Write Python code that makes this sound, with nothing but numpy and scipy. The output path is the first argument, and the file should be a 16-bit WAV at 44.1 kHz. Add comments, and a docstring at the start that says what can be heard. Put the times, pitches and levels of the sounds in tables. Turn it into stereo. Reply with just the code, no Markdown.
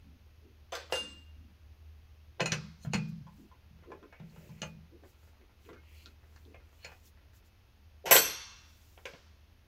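"""A low hum and the hiss of two microphone ports come first, with soft handling scuffs, in a tin-walled workshop.
Then a steel bar is slid into a lathe chuck, the jaws are tightened with a key, and the key drops on a steel tray;
near 9 s come duller knocks. Each blow is a crack of banded noise, dying sines for the struck part and a rough wash.
Jolts set the lathe bed humming, puffs of patchy noise come around some blows or like rustling sleeves elsewhere,
and sparse random taps make the room answer."""
import sys
import numpy as np
from scipy import signal
from scipy.fft import rfft, irfft, next_fast_len
from scipy.io import wavfile
from scipy.ndimage import uniform_filter1d

SR = 44100
rng = np.random.default_rng(int(sys.argv[2]) if len(sys.argv) > 2 else 0)


def bounce(signal):
    """Save signal as a 16-bit WAV file at the path given by the first command-line argument."""
    frames = np.transpose(np.atleast_2d(signal))
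    limited = np.clip(frames, -1, 1)
    pcm = np.round(limited * 32767).astype(np.int16)
    wavfile.write(sys.argv[1], SR, pcm)


N = 426447

# How alike sound from all around is at the two ports. Each row: frequency in Hz, likeness from 0 to 1.
PORT_LIKENESS = [(30, 0.85), (200, 1), (700, 0.15), (2500, 0.17), (15000, 0.065)]
# Ringing modes of the chuck. Each row: frequency in Hz, relative level in dB, t60 in seconds.
CHUCK_MODES = [(460, -1, 0.23), (587, -7, 0.23), (867, -5, 0.077), (1007, 2, 0.037), (1510, 2, 0.018),
               (1683, 8, 0.03), (2060, -11, 0.11), (2312, 11.5, 0.033), (2460, 2, 0.33), (2550, 15, 0.03),
               (2630, -6, 0.34), (2860, 11.5, 0.033), (4216, 6.5, 0.04), (6000, 0, 0.035),
               (6450, -4, 0.098), (6920, 4.5, 0.066), (8620, -4.5, 0.038), (9400, -17, 0.028),
               (11900, -15, 0.037)]


def gain_of(db):
    """Amplitude factor of a level in dB."""
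    return 10 ** (np.asarray(db) / 20)


def evened(x):
    """Scale a signal to an rms of 1."""
    return x / np.sqrt(np.mean(x ** 2) + 1e-20)


def read(points, hz):
    """Read a curve of (Hz, value) points along a logarithmic frequency axis."""
    f, value = np.transpose(points)
    return np.interp(np.log(hz + 1), np.log(f + 1), value)


def add(mix, s, sound):
    """Lay a sound into the mix at s seconds, cut at the end of the mix."""
    part = mix[..., round(s * SR):][..., :sound.shape[-1]]
    part += sound[..., :part.shape[-1]]


def band(x, low_hz, high_hz):
    """Keep one band of frequencies."""
    edges = [low_hz, min(high_hz, SR / 2.2)]
    return signal.sosfilt(signal.butter(4, edges, "bandpass", fs=SR, output="sos"), x)


def ports(x, lag_s, lean=0):
    """Sound reaches the right port a little later than the left; lean gives struck steel another colour there."""
    # How much louder struck steel is in the left port. 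Each row: frequency in Hz, difference in dB.
    left_lean = [(100, -5.5), (1300, 0), (2400, 2), (4400, 8.5), (8100, 7), (12000, 4.5)]
    size = next_fast_len(x.shape[1] + 64)
    hz = np.fft.rfftfreq(size, 1 / SR)
    tilt = gain_of(lean * read(left_lean, hz) / 2)
    right = np.exp(-2j * np.pi * hz * lag_s) / tilt
    return irfft(rfft(x, size) * [tilt, right], size)[:, :x.shape[1]]


def unlike(left, other, likeness):
    """Mix two independent spectra so that the ports are only partly alike."""
    return np.array([left, likeness * left + np.sqrt(1 - likeness ** 2) * other])


def noise(spectrum, patchy_db, size, likeness):
    """Random short-time spectra with drifting patches of level, partly alike in both ports."""
    frames, hz = N // (size // 4) + 5, np.fft.rfftfreq(size, 1 / SR)
    a, b, c, d, patches = rng.standard_normal((frames, len(hz), 5)).T
    patches = uniform_filter1d(patches, size=9, axis=0)
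    patches = evened(uniform_filter1d(patches, size=9, axis=1))
    same = np.clip(likeness * read(PORT_LIKENESS, hz), -1, 1)[:, None]
    z = unlike(a + 1j * b, c + 1j * d, same)
    z *= gain_of(read(spectrum, hz)[:, None] + patchy_db * patches)
    return signal.istft(z, nperseg=size, noverlap=size * 3 // 4)[1][:, :N]


def air():
    """The still air of the workshop and the hiss of the microphone: steady shaped noise."""
    # Colour of the air and hiss. Each row: frequency in Hz, relative level in dB per Hz.
    air_colour = [(20, -21.5), (43, -12.5), (80, -5), (125, -26), (200, -26), (440, -29), (900, -31.5),
                  (2000, -34.5), (3000, -34.5), (6600, -42.5), (7400, -58), (9500, -51.5), (11800, -45.5),
                  (16000, -48.5)]
    level_db = -67  # of the part between 130 and 18000 Hz
    x = noise(air_colour, 0.12, size=2048, likeness=0.85)
    return gain_of(level_db) * x / band(x, 130, 18000).std()


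def wavering(hz, width_hz):
    """A steady tone plus a narrow line of noise on it: height and phase wander."""
    r = np.exp(-np.pi * width_hz / SR)
    push = rng.standard_normal(N) + 1j * rng.standard_normal(N)
    slow = signal.lfilter([1], [1, -r], push)
    carrier = np.exp(2j * np.pi * hz * np.arange(N) / SR)
    return ((1 + 0.54 * slow / slow.std()) * carrier).real


def hum():
    """A low hum swells and fades, with fainter wavering tones above it, the highest a blurred narrow band."""
    # Swell of the hum. Each row: time in seconds, level in dB.
    swell = [(0.0, -52), (0.29, -61.5), (1.21, -52.5), (2.85, -59.5), (3.068, -59), (4.28, -66.5),
             (4.39, -60), (5.3, -60), (5.38, -90), (5.63, -60.5), (6.68, -57), (6.7, -68), (8.1, -62),
             (9.67, -67.5)]
    # Faint wavering tones. Each row: frequency in Hz, level in dB, line width in Hz.
    faint_tones = [(202, -81, 4.1), (117.6, -76.5, 2.3), (2590, -86.5, 71)]
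    hum_hz, width_hz = 76.4, 2.2
    s, db = np.transpose(swell)
    out = gain_of(np.interp(np.arange(N) / SR, s, db)) * evened(wavering(hum_hz, width_hz))
    for hz, db, width in faint_tones:
        out = out + gain_of(db) * evened(wavering(hz, width))
    return out


def scuffs():
    """Heavy parts scuff and bump dully in handling: humps of gritty banded noise."""
    # Each row: peak of the hump in seconds, level in dB, seconds to fade to about half, centre in Hz.
    scuff_list = [(.08, -60.5, 0.076, 213), (0.461, -62.5, 0.062, 324), (1.061, -55, 0.1, 247),
                  (1.423, -64, 0.09, 220), (2.43, -38.5, 0.038, 463), (3.412, -54.5, 0.045, 284),
                  (3.908, -46.5, 0.049, 400), (4.041, -52.5, 0.033, 343), (4.154, -66, 0.044, 2260),
                  (4.417, -61.5, 0.13, 480), (4.422, -69, 0.23, 2170), (4.941, -53.5, 0.032, 358),
                  (5.047, -58.5, 0.036, 360), (5.421, -64, 0.035, 322), (5.708, -51, 0.056, 372),
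                  (6.074, -63.5, 0.038, 327), (5.905, -66, 0.12, 2770), (5.992, -61.5, 0.079, 3380),
                  (6.484, -58, 0.051, 345), (6.887, -50.5, 0.03, 1220), (8.051, -40, 0.01, 556),
                  (9.141, -54.5, 0.011, 204)]
    rise_speed = 1.85  # times faster than the fade
    out = np.zeros((2, N))
    for s, db, length, hz in scuff_list:
        a, b, grit = rng.standard_normal((3, SR // 2))
        u = (np.arange(SR // 2) / SR - 1 / 4) / length
        hump = np.exp(-(0.85 * u * np.where(u < 0, rise_speed, 1)) ** 2)
        rough = np.array([a, a + 0.23 * b]) * gain_of(3.4 * grit)
        scuff = gain_of(db) * hump * evened(band(rough, hz / 1.49, hz * 1.324))
        early = max(round((1 / 4 - s) * SR), 0)  # samples that would fall before the start
        add(out, max(s - 1 / 4, 0), scuff[:, early:])
    return out


def ringing(modes, level_db, favoured_hz, spread_octaves, split_hz, apart, rise_cycles, wander):
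    """Dying sines in beating pairs, strongest near the pitch the blow favours, with another phase in each port.

    Phases stray by about wander turns in every 10 ms, which roughens the ring."""
    silent_db, twin_db, twin_lasts = -95, -9, .22  # the twin is weaker but lasts this share longer
    hz, db, t60 = np.transpose(modes + modes)
    luck, phase, side = rng.standard_normal((3, len(hz)))
    twin = np.arange(len(hz)) >= len(modes)
    off_pitch = np.log2(hz / favoured_hz) / spread_octaves
    db = level_db + db + 0.73 * luck + twin_db * twin - 10 * off_pitch ** 2
    hz = hz + split_hz * twin * (1 + 0.24 * side)
    t60 = t60 * (1 + twin_lasts * twin)
    steps = wander * np.cumsum(rng.standard_normal((len(hz), 101)), axis=1)
    out = np.zeros((2, SR))
    for f, d, t6, p, sd, step in zip(hz, db, t60, phase, side, steps):
        t = np.arange(int(SR * np.clip((d - silent_db) / 60 * t6, 0, 1))) / SR
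        turns = f * t + p + np.interp(t * 100, np.arange(101), step)
        attack = np.minimum(t * f / rise_cycles, 1)
        mode = gain_of(d) * attack * np.exp(2j * np.pi * turns - np.log(1000) * t / t6)
        out[:, :len(t)] += [mode.imag, (mode * np.exp(2j * np.pi * apart * sd)).imag]
    return out


def crack(burst, knock_db, clank_db, tick_db, t60, hard):
    """The instant of contact: noise in a low, a middle and a high band, duller for a light touch."""
    t = np.arange(len(burst)) / SR
    thud_filter = signal.butter(1, 1000, fs=SR)  # the knock falls off above this
    dull_filter = signal.butter(1, 3450 * (0.072 + 0.23 * hard), fs=SR)
    thud = evened(signal.lfilter(*thud_filter, band(burst, 460, 3600)))
    clank = evened(signal.lfilter(*dull_filter, band(burst, 1150, 6800)))
    tick = evened(band(burst, 6800, 15500))
    fall = gain_of(-60 * t / max(t60, .005)) * np.minimum(t / 0.0029, 1)
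    return fall * (gain_of(knock_db) * thud + gain_of(clank_db) * (clank + gain_of(tick_db) * tick))


def blows(table, modes, apart, tick_db, wash_db, wash_t60, spread_octaves, split_hz, wander, lag_s, wash_s=0.5):
    """Each blow cracks, rings the modes of the part and leaves the dense rough wash of castings and sheet."""
    size = int(wash_s * SR)
    out, t = np.zeros((2, N)), np.arange(size) / SR
    # countless weak modes: an uneven spectrum shared by all blows on the part
    crowd = gain_of(2.0 * evened(uniform_filter1d(rng.standard_normal(size // 2 + 1), size=9)))
    for s, ring, knock, clank, hz, t60 in table:
        burst, left, right = rng.standard_normal((3, size))
        hard = np.clip((clank + 62.4) / 28, .07, 1)  # a light touch stirs few modes, a hard blow many
        add(out, s, crack(burst[:SR // 4], knock, clank, tick_db, t60, hard))
        wash = irfft(rfft([left, left + 1.5 * right]) * crowd)
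        wash = evened(band(wash, 900, 5600)) * np.minimum(t / .015, 1)
        add(out, s, gain_of(clank + wash_db - 60 * t / wash_t60) * wash)
        add(out, s, ringing(modes, ring, hz, spread_octaves * hard, split_hz, apart, rise_cycles=2.2, wander=wander))
    return ports(out, lag_s, lean=1)


def jaw():
    """Blows on a chuck jaw: a few modes ring briefly."""
    # Each row: start in seconds, ring, knock and clank in dB, favoured mode in Hz, crack t60 in seconds.
    jaw_hits = [(.721, -37.5, -33.5, -40, 2500, 0.2), (.751, -49, -38, -26.5, 4500, 0.034),
                (.8, -53, -44, -47, 2500, 0.067)]
    # Ringing modes of the jaw. Each row: frequency in Hz, relative level in dB, t60 in seconds.
    jaw_modes = [(740, -3, 0.14), (1890, -16, 0.29), (2390, -8, 0.33), (3500, -14, 0.52), (4690, -14, 0.28),
                 (6150, -6, 0.21), (7810, -21, 0.2)]
    return blows(jaw_hits, jaw_modes, apart=0.17, tick_db=-19.0, wash_db=-21, wash_t60=0.53,
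                 spread_octaves=6.8, split_hz=36, wander=0.26, lag_s=0.00025)


def puffs():
    """Short smooth puffs of patchy, mostly high noise, some around blows, others like rustling sleeves."""
    # Each row: middle in seconds, level in dB, length in seconds.
    puff_list = [(0.928, -55, 0.062), (2.847, -63, 0.074), (3.096, -65.5, 0.044), (3.39, -71, 0.28),
                 (4.44, -66.5, 0.52), (4.662, -69, 0.17), (5.09, -67, 0.15), (5.253, -70.5, 0.24),
                 (5.666, -68.5, 0.2), (5.99, -65, 0.35), (6.387, -72, 0.42), (6.88, -68, 0.59),
                 (7.069, -61, 0.087), (7.366, -65, 0.096), (7.467, -68.5, 0.075), (8.884, -67, 0.85)]
    # Colour of the puffs. Each row: frequency in Hz, relative level in dB per Hz.
    puff_colour = [(1500, -29), (3000, -4), (5000, -2), (7000, 0.5), (9000, -8.5), (12000, -3.5),
                   (15000, -1), (16000, -5.5)]
    t = np.arange(N) / SR
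    swells = sum(gain_of(db) * np.exp(-(3.3 * (t - s) / length) ** 2) for s, db, length in puff_list)
    return swells * evened(noise(puff_colour, 1.6, size=256, likeness=0.3))


def bar():
    """Blows on the steel bar: its modes ring clear, with little wander of phase."""
    # Each row: start in seconds, ring, knock and clank in dB, favoured mode in Hz, crack t60 in seconds.
    bar_hits = [(.897, -64, -43.5, -64, 980, 0.064), (.923, -33.5, -15.5, -20, 2380, 0.024),
                (.954, -43, -37, -27, 7100, 0.031)]
    # Ringing modes of the bar. Each row: frequency in Hz, relative level in dB, t60 in seconds.
    bar_modes = [(520, 7, .09), (1012, -16, .25), (1733, -23, .35), (2530, -15, .6), (2803, 3.5, .58),
                 (3550, -13, .5), (4085, -13, .55), (4935, -15, .55), (6080, -20, .3), (6400, -14, .45),
                 (7680, -17, .5), (8100, -15, .45), (9740, -18, .3), (10200, -21, .25), (11660, -18, .15),
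                 (12440, -21, .22), (13870, -26, .2)]
    return blows(bar_hits, bar_modes, apart=.08, tick_db=-22.0, wash_db=-23.5, wash_t60=0.58,
                 spread_octaves=19.0, split_hz=11.5, wander=0.06, lag_s=0.00021)


def bed():
    """The heavy lathe bed hums low after each jolt."""
    # Jolts that sway the bed. Each row: start in seconds, level in dB.
    jolts = [(0.924, -57.5), (2.402, -33.5), (2.518, -32), (2.847, -43), (2.871, -33), (2.938, -42),
             (2.948, -27), (3.081, -39.5), (3.209, -44), (3.708, -55), (3.901, -60), (4.2, -44),
             (4.366, -51), (4.491, -46), (4.618, -41.5), (4.731, -50), (5.689, -63), (6.845, -64.5),
             (8.059, -54), (8.109, -43.5)]
    # Ringing modes of the bed. Each row: frequency in Hz, relative level in dB, t60 in seconds.
    bed_modes = [(126, -4, .35), (160, 0, .55), (186, -7, .4), (207, -8, .7)]
    out = np.zeros((2, N))
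    for s, db in jolts:
        add(out, s, ringing(bed_modes, db, favoured_hz=170, spread_octaves=4.8, split_hz=8.8,
                            apart=0.099, rise_cycles=0.57, wander=0.073))
    return out


def chuck():
    """Blows on the chuck: heavily damped modes; light touches drag and hard blows snap."""
    # Each row: start in seconds, ring, knock and clank in dB, favoured mode in Hz.
    chuck_hits = [(2.396, -40, -26, -48, 960), (2.404, -36.5, -15, -20, 2660),
                  (2.458, -36.5, -20.5, -21.5, 7100), (2.519, -41.5, -20.5, -13.5, 6100),
                  (2.526, -58, -25, -32, 3000), (2.848, -56, -39, -51, 990), (2.871, -61, -63, -57, 921),
                  (2.934, -41.5, -16.5, -19.5, 6100), (2.943, -45.5, -35, -23, 2660),
                  (2.952, -46.5, -53, -62, 2780), (3.267, -43, -50, -57.5, 1007),
                  (3.514, -46, -55, -65, 1007), (3.834, -52, -50.5, -64, 1007),
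                  (3.901, -57, -50, -65, 1000), (3.917, -41, -44, -50.5, 970),
                  (4.027, -51, -47.5, -60, 1007), (4.125, -56, -44, -54.5, 1520),
                  (4.197, -73, -46, -58, 2200), (4.36, -84, -46.5, -58, 2190),
                  (4.491, -53, -65, -56.5, 880), (4.617, -51.5, -32, -30, 2720),
                  (4.629, -61, -31.5, -62, 1000), (5.034, -53, -50.5, -61, 805),
                  (5.689, -53, -41, -60, 1070), (5.73, -62.5, -45.5, -50.5, 1380),
                  (6.058, -68, -53, -45, 1750), (6.36, -77, -61, -50.5, 4340),
                  (6.544, -63, -45.5, -57, 2060), (6.846, -50.5, -39, -34.5, 2490),
                  (6.917, -68, -42, -51, 982)]
    # How long the crack lasts. Each row: clank in dB, crack t60 in seconds.
    crack_length = [(-74, 0.046), (-17.5, 0.022)]
    table = [(*row, np.interp(row[3], *np.transpose(crack_length))) for row in chuck_hits]
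    return blows(table, CHUCK_MODES, apart=0.27, tick_db=-29.0, wash_db=-34, wash_t60=0.68,
                 spread_octaves=2.02, split_hz=38.0, wander=0.081, lag_s=0.00019)


def snaps():
    """Sharp snaps of edge on edge: a few dying cycles each."""
    # Each row: start in seconds, level in dB, frequency in Hz, t60 in seconds.
    snap_list = [(2.4044, -11.5, 2630, .011), (2.52, -23.5, 6020, .015), (2.526, -36, 2290, 0.017),
                 (2.943, -29, 4300, 0.022), (4.619, -28, 6350, 0.013), (4.6185, -24, 2850, 0.017),
                 (4.298, -51, 4300, .004), (4.571, -41, 2300, .006), (5.382, -50, 2000, .004),
                 (5.652, -38, 2500, .005), (5.762, -41, 1490, .008), (6.059, -28.5, 3740, 0.0025),
                 (6.232, -39, 1900, 0.0035), (6.35, -45, 2000, 0.0043), (6.452, -43, 3500, 0.003),
                 (6.848, -44, 2760, 0.016), (8.164, -12, 3180, 0.027), (9.0545, -22, 2350, 0.0095)]
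    out, t = np.zeros(N), np.arange(SR // 10) / SR
    for s, db, hz, t60 in snap_list:
        fall = gain_of(db - 60 * t / t60) * np.minimum(t * hz / 0.99, 1)
        add(out, s, fall * np.sin(2 * np.pi * (hz * t + rng.random())))
    return out


def slides():
    """The key slides in its socket, louder until it seats: swelling grit stirs the modes of the chuck."""
    # Each row: end of the swell in seconds, peak in dB, swell time constant in seconds, favoured mode in Hz.
    slide_list = [(2.525, -24, 0.0087, 2400), (2.839, -48, 0.017, 6470), (2.931, -42, 0.0074, 4020),
                  (4.603, -61, 0.017, 6500), (6.85, -41, 0.025, 2460), (6.907, -48.5, 0.026, 2800)]
    out, t = np.zeros(N), np.arange(SR // 10) / SR
    damping = gain_of(-60 * np.arange(SR // 4) / SR / 0.028)
    for s, db, length, hz in slide_list:
        unsteady = gain_of(3.7 * rng.standard_normal(len(t)))
        grit = rng.standard_normal(len(t)) * unsteady * np.exp((t - 1 / 10) / length)
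        body = ringing(CHUCK_MODES, -48, hz, spread_octaves=1.0, split_hz=27.5,
                       apart=0, rise_cycles=0.78, wander=0.14)
        rub = signal.fftconvolve(grit, body[0, :SR // 4] * damping)
        add(out, s - 1 / 10, gain_of(db) * rub / abs(rub).max())
    return out


def snaps_and_slides():
    """Snaps of edge on edge and slides of the key reach both ports with the same lag and lean."""
    out = snaps() + slides()
    return ports(np.array([out, out]), .00021, lean=0.87)


def rattle():
    """While the key is worked, loose parts tick at random: broad clicks, a few of them larger."""
    start_s, end_s, ticks_per_s = 3.5, 7.5, 60
    base_db = -63  # before the random boost and the band filter
    t = np.arange(N) / SR
    boost_db = 5.9 * np.minimum(rng.exponential(1, N), 3)
    ticking = (rng.random(N) < ticks_per_s / SR) * (t > start_s) * (t < end_s)
    size = gain_of(base_db + boost_db) * ticking
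    kind, out = rng.integers(0, 8, N), np.zeros(N)
    for k, grain in enumerate(rng.standard_normal((8, 900))):
        click = grain * gain_of(-60 * t[:900] / 0.015)
        out += signal.oaconvolve(size * (kind == k), click)[:N]
    out = band(out, 230, 2850)
    return ports(np.array([out, out]), 0.00017)


def squeaks():
    """Steel squeaks on steel: brief tones that swell and fade, their pitch trembling."""
    # Each row: middle in seconds, level in dB, length in seconds, frequency in Hz.
    squeak_list = [(4.149, -61.5, .07, 2230), (5.79, -64, 0.052, 2170), (6.57, -64, .06, 2130),
                   (6.853, -51, 0.045, 4310)]
    out, t = np.zeros((2, N)), np.arange(SR // 5) / SR
    for s, db, length, hz in squeak_list:
        tremble = evened(uniform_filter1d(rng.standard_normal(len(t)), size=300))
        tone = np.sin(2 * np.pi * np.cumsum(hz * (1 + 0.01 * tremble)) / SR)
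        swell = np.exp(-(2.0 * (t - 1 / 10) / length) ** 2)
        add(out, s - 1 / 10, gain_of(db) * tone * swell)
    return out


def tray_and_late_knocks():
    """The key drops on the steel tray, ringing bright; near 9 s come duller knocks of something else."""
    # Each row: start in seconds, ring, knock and clank in dB, favoured mode in Hz, crack t60 in seconds.
    hits = [(8.056, -54.5, -32.5, -35, 4000, 0.74), (8.11, -23, -6.5, -10, 11400, 0.048),
            (8.125, -26.5, -50, -12, 9460, 0.034), (8.14, -29.5, -26, -18.5, 11300, 0.038),
            (8.154, -41, -7, -12.5, 9300, 0.025), (8.163, -35, -22.5, -10, 6200, 0.043),
            (8.975, -90.5, -39.5, -56.5, 3070, 0.019), (9.054, -75.5, -22.5, -27.5, 3010, 0.019),
            (9.134, -79.5, -40.5, -67.5, 2950, 0.032)]
    # Ringing modes of the tray, very faint in the late knocks.
    # Each row: frequency in Hz, relative level in dB, t60 in seconds.
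    tray_modes = [(1534, -8, .35), (2126, -19, .8), (2492, -13, .5), (2670, -17, .9), (3180, -16, .8),
                  (3510, -19, 1), (4161, -19, .75), (4490, -13, .7), (5432, -21, .8), (5615, -14, .8),
                  (5950, -7, .65), (6112, -11, .55), (6481, -16, .7), (7040, -15, .35), (7704, 2, .28),
                  (8062, -8, .38), (8242, -12, .4), (8893, -15, .42), (9095, -14, .36), (9450, -14, .3),
                  (9800, -12, .35), (10250, -8, .38), (11520, 3, .32), (11930, 0, .26), (12455, -8, .27),
                  (12830, -5, .28), (13790, -4, .24), (14166, -4, .25), (14670, -13, .16), (15160, -9, .28),
                  (15322, -2, .2)]
    return blows(hits, tray_modes, apart=.2, tick_db=-24.5, wash_db=-27.5, wash_t60=0.97,
                 spread_octaves=7.7, split_hz=65, wander=.31, lag_s=0.0003274, wash_s=1)


def shop(x, likeness):
    """The tin-walled workshop answers: sparse taps of random sign, each band dying at its own speed."""
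    # Decay of the workshop. Each row: frequency in Hz, t60 in seconds.
    shop_decay = [(200, 0.55), (530, 0.2), (1390, 0.17), (3680, 0.1), (9700, 0.13)]
    taps = np.zeros((2, SR))
    # one tap somewhere in every 20 samples
    at = np.arange(200, SR - 20, 20) + rng.integers(0, 20, (2, (SR - 201) // 20))
    np.put_along_axis(taps, at, rng.choice([-1., 1.], at.shape), 1)
    hz, t, z = signal.stft(taps, SR, nperseg=256)
    same = np.clip(likeness * read(PORT_LIKENESS, hz), 0, 1)[:, None]
    z = unlike(z[0], z[1], same)
    fall = gain_of(-60 * t / read(shop_decay, hz)[:, None])
    tail = signal.istft(z * fall, SR, nperseg=256)[1]
    return signal.fftconvolve(band(x, 200, SR / 2), tail / np.linalg.norm(tail[0]), axes=1)[:, :N]


def scene():
    """Blows and rattle with the workshop's answer, the bed below, and air, hum, scuffs, puffs and squeaks around."""
    struck = jaw() + bar() + chuck() + snaps_and_slides() + rattle() + tray_and_late_knocks()
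    around = air() + hum() + scuffs() + puffs() + squeaks()
    return struck + gain_of(-1.5) * shop(struck, 0.27) + bed() + ports(around, 0.000407)


def record(dry):
    """The band limit of the recorder: a steep low-pass."""
    edge_hz = 15800
    lowpass = signal.firwin(511, edge_hz, window=("kaiser", 9), fs=SR)
    return signal.oaconvolve(dry, lowpass[None], "same")


dry = scene()
out = record(dry)
bounce(out)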